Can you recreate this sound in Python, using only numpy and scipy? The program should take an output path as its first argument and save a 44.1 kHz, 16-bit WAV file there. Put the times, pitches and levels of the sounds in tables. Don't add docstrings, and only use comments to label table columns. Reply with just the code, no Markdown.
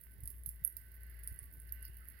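import sys
import numpy as np
from scipy import signal
from scipy.fft import rfft, irfft, next_fast_len
from scipy.io import wavfile
from scipy.ndimage import map_coordinates

SR = 44100
rng = np.random.default_rng(int(sys.argv[2]) if len(sys.argv) > 2 else 0)


def bounce(signal):
    frames = np.transpose(np.atleast_2d(signal))
    limited = np.clip(frames, -1, 1)
    pcm = np.round(limited * 32767).astype(np.int16)
    wavfile.write(sys.argv[1], SR, pcm)


N = 97020

# (time [s], level [dB])
RUMBLE_ENVELOPE = [(0, -69.5), (.22, -62.5), (.42, -64.5), (.78, -67.5), (1.1, -64.5), (2.2, -65)]
# (frequency [Hz], relative density [dB])
RUMBLE_SPECTRUM = [(25, -11), (70, 6.5), (120, -1), (170, -8), (300, -14), (500, -21.5), (900, -29.5),
                   (2000, -54)]
AIR_SPECTRUM = [(100, 6), (500, -3.5), (1000, -1), (2000, 0.5), (3500, 1), (5000, -1.5), (6500, -8),
                (8500, 0.5), (16000, -2)]
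HISS_SPECTRUM = [(8400, -30.5), (9300, -3.5), (11000, 0), (13000, 0), (15700, 0.5), (16300, -55)]
# (time [s], relative level [dB])
DRONE_ENVELOPE = [(0, -65), (.1, -54), (.19, -61.5), (.25, -44), (.3, -56), (.38, -49), (.57, -50),
                  (.68, -58.5), (.88, -55.5), (1.02, -49.5), (1.33, -48.5), (1.38, -58), (1.46, -51.5),
                  (1.52, -60.5), (1.58, -52.5), (1.72, -48), (1.92, -49.5), (2.2, -59)]
# (time [s], relative level [dB])
WHIRR_ENVELOPE = [(0, -75), (.25, -71), (.45, -75), (.7, -74.5), (.84, -69.5), (1.25, -67), (1.55, -71),
                  (1.72, -65.5), (2, -67), (2.2, -69.5)]
# (frequency [Hz], relative density [dB])
WHIRR_SPECTRUM = [(600, -14), (1000, -21.5), (1350, -9), (1520, -2), (1800, 1.5), (2020, 4), (2200, -3.5),
                  (2400, -14.5), (2800, -7.5), (3200, -18.5), (3800, -24.5), (4400, -13.5), (5100, -18.5),
                  (6200, -48)]
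# (frequency [Hz], mean level before panning [dB])
MOTOR_TONES = [(1130, -96.5), (1525, -81.5), (1776, -86), (1954, -83)]
# (time [s], level before EQ [dB], pitch [Hz], splash re ping [dB])
SMACKS = [(0.037, -36.5, 10350, -2), (0.2366, -33, 11000, -4), (0.257, -33, 10800, 0.5),
          (.276, -30, 11600, 3.5), (0.303, -30, 14500, -2), (0.4361, -39, 10800, -8),
          (0.4613, -26, 11300, 2), (0.4912, -23.5, 11440, -6), (0.641, -27, 15000, -19),
          (.6495, -11, 11070, -26.5), (.6768, -21.5, 11600, -16), (0.768, -30.5, 12000, 5),
          (0.918, -37, 12800, -5), (1.0342, -33.5, 11500, -11), (1.2353, -35.5, 10200, 2.5),
          (1.2751, -21.5, 9800, -4), (1.3905, -26, 10230, -16), (1.431, -34.5, 14500, -6),
          (1.538, -34, 13500, -9), (1.601, -32.5, 10060, -14), (1.7236, -21.5, 12270, -17),
          (1.8276, -32, 11350, -12), (1.8524, -28.5, 13300, -10.5), (1.97, -35, 14000, -6.5),
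          (2.086, -31.5, 11900, -15.5)]
# (frequency [Hz], gain [dB])
TICK_EQ = [(2000, -29.5), (3700, -33), (5000, -17.5), (6200, -32.5), (7400, -17.5), (8200, -26.5),
           (8900, -5.5), (11000, 2), (13000, -1.5), (15500, -4.5)]
# (time [s], level [dB], time sigma [s], centre [Hz], band sigma [Hz])
NOISE_SWELLS = [(0.068, -58, 0.00084, 1870, 550), (0.342, -59, 0.00064, 2400, 750),
                (1.55, -69.5, 0.037, 306, 109), (1.552, -62, .0008, 1300, 1100),
                (1.694, -63, .0015, 4800, 600), (1.851, -60.5, 0.0018, 4960, 500),
                (1.86, -64, 0.018, 4780, 390), (1.86, -72.5, 0.11, 2823, 127),
                (2.03, -67.5, 0.02, 1380, 108)]
# (frequency [Hz], gain [dB])
LEFT_DIRECT_EQ = [(7000, -14.5), (9700, -8), (11000, -47), (16000, -20)]
# (frequency [Hz], gain [dB])
LEFT_DIFFUSE_EQ = [(7000, -2.5), (9700, -1.5), (11000, -13.5), (16000, -16)]
# (time [s], level [dB], pitch [Hz], left re right [dB])
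HAND_BUMPS = [(0.19, -56.5, 75.6, -19), (0.237, -43, 90, -7.5), (0.479, -49, 113, 12),
              (0.623, -53.5, 121, 13), (1.321, -48, 78, -21), (1.425, -60.5, 89, -29), (1.581, -54, 123, 6),
              (1.896, -49.5, 85, 13.5)]

TIME_S = np.arange(N) / SR


def amp(db):
    return 10 ** (np.asarray(db) / 20)


def unit(x):
    return x / np.sqrt(np.mean(x ** 2) + 1e-20)


def pan(left_re_right_db):
    return amp(np.array([[left_re_right_db], [-left_re_right_db]]) / 2)


def curve(rows):
    return np.interp(TIME_S, *np.transpose(rows))


def wobble(knots_per_s):
    return map_coordinates(rng.standard_normal(256), [TIME_S * knots_per_s], mode="wrap")


def filtered(x, response):
    size = next_fast_len(N + SR // 2)
    return irfft(rfft(x, size) * response(np.fft.rfftfreq(size, 1 / SR)), size)[..., :N]


def eq(x, points):
    knots_hz, db = np.transpose(points)
    return filtered(x, lambda hz: amp(np.interp(np.log(hz + 1), np.log(knots_hz), db)))


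def noise(spectrum):
    return unit(eq(rng.standard_normal(N), spectrum))


def band(hz, sigma_hz, size=N):
    magnitude = bell(np.fft.rfftfreq(size, 1 / SR) - hz, sigma_hz)
    return unit(irfft(magnitude * np.exp(2j * np.pi * rng.random(len(magnitude))), size))


def bell(x, sigma):
    return np.exp(-.5 * (x / sigma) ** 2)


def add(track, centre_s, sound):
    at = round(centre_s * SR) - len(sound) // 2 + np.arange(len(sound))
    inside = (at >= 0) & (at < N)
    track[at[inside]] += sound[inside]


def noise_floor():
    mid = noise(RUMBLE_SPECTRUM)
    side = amp(-3) * np.outer([1, -1], noise(RUMBLE_SPECTRUM))
    rumble = amp(curve(RUMBLE_ENVELOPE)) * (mid + side)
    air = amp(-77.5) * np.array([noise(AIR_SPECTRUM), noise(AIR_SPECTRUM)])
    hiss = amp(-68.5) * np.array([eq(noise(HISS_SPECTRUM), LEFT_DIFFUSE_EQ), noise(HISS_SPECTRUM)])
    return rumble + air + hiss


def low_drone(drone_hz=58.2, waver_rad=0.74, fan_hz=398):
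    phase = 2 * np.pi * drone_hz * TIME_S + waver_rad * wobble(6)
    drone = pan(3) * amp(curve(DRONE_ENVELOPE) - 2) * np.sin(phase)
    fan = amp(-90) * np.sin(2 * np.pi * fan_hz * TIME_S)
    return np.sqrt(2) * (drone + fan)


def motor_whirr(swell_db=2, waver_rad=0.7, waver_db=4.5):
    level_db = curve(WHIRR_ENVELOPE)
    rush = amp(level_db + 3.5 + swell_db * wobble(7)) * noise(WHIRR_SPECTRUM)
    whirr = np.outer([0, 1], rush)
    tone_pan = pan(-17) / pan(-17).mean()
    for hz, db in MOTOR_TONES:
        tone = np.sqrt(2) * np.sin(2 * np.pi * hz * TIME_S + waver_rad * wobble(17))
        tone_db = db + level_db - level_db.mean() + waver_db * wobble(10.4)
        whirr += tone_pan * amp(tone_db) * tone
    return whirr


def crackle(mean_per_s=76, spread_db=4, fall_s=0.0007, candidates=300):
    starts = rng.integers(N, size=candidates)
    kept = rng.random(candidates) * candidates < mean_per_s * N / SR
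    level_db = -49 + spread_db * np.minimum(rng.standard_normal(candidates), 2)
    impulses = np.bincount(starts, amp(level_db) * kept, N)
    decay = np.exp(-np.arange(SR // 100) / SR / fall_s)
    return signal.fftconvolve(impulses, decay)[:N] * noise(HISS_SPECTRUM)


def smack(db, hz, splash_db, rise_s=0.00012, fall_s=0.0012, snap_db=13.5):
    t = np.arange(-SR // 100, SR // 100) / SR
    sigma_s = 0.00035 * amp(0.11 * db)
    ping = bell(t, sigma_s) * np.sin(2 * np.pi * (hz * t + rng.random()))
    burst = np.exp(np.minimum(t / rise_s, -t / fall_s))
    fizz = unit(burst * band(hz, sigma_hz=1420, size=len(t)))
    snap = amp(snap_db) * (t == 0)
    splash = unit(burst * rng.standard_normal(len(t)) + snap)
    burst_rms = np.sqrt(np.mean(burst ** 2))
    spray = burst_rms * (amp(-12) * fizz + amp(splash_db) * splash)
    return amp(db) * ping, amp(db) * spray


def tile_echoes(x, early_t60_s=0.02, tail_t60_s=0.2, gap_s=0.001):
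    t = np.arange(SR // 2) / SR
    wet = np.zeros(N)
    for t60_s, db in (early_t60_s, -2.5), (tail_t60_s, -3):
        decay = amp(-60 * t / t60_s) * (t > gap_s)
        response = decay * rng.standard_normal(len(t)) / np.linalg.norm(decay)
        wet += amp(db) * signal.fftconvolve(x, response)[:N]
    return wet


def noise_swells():
    return sum(amp(db) * bell(TIME_S - at_s, sigma_s) * band(hz, sigma_hz)
               for at_s, db, sigma_s, hz, sigma_hz in NOISE_SWELLS)


def cat_and_swells(left_lag_s=0.000302, ping_send=0.28):
    pings, sprays = np.zeros(N), crackle()
    for at_s, db, hz, splash_db in SMACKS:
        ping, spray = smack(db, hz, splash_db)
        add(pings, at_s, ping)
        add(sprays, at_s, spray)
    direct = eq(pings + sprays, TICK_EQ) + noise_swells()
    to_tiles = eq(ping_send * pings + sprays, TICK_EQ)
    delayed = filtered(direct, lambda hz: np.exp(-2j * np.pi * hz * left_lag_s))
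    left = eq(delayed, LEFT_DIRECT_EQ) + eq(tile_echoes(to_tiles), LEFT_DIFFUSE_EQ)
    right = direct + tile_echoes(to_tiles)
    return np.array([left, right])


def hand_bumps(sigma_s=0.0046):
    scuff = amp(-20.5) * band(hz=204, sigma_hz=114)
    bumps = np.zeros((2, N))
    for at_s, db, hz, pan_db in HAND_BUMPS:
        t = TIME_S - at_s
        bumps += pan(pan_db) * amp(db) * bell(t, sigma_s) * (np.sin(2 * np.pi * hz * t) + scuff)
    return bumps


def scene():
    return noise_floor() + low_drone() + motor_whirr() + cat_and_swells() + hand_bumps()


def record(dry):
    return filtered(dry, lambda hz: hz < 16500)


dry = scene()
out = record(dry)
bounce(out)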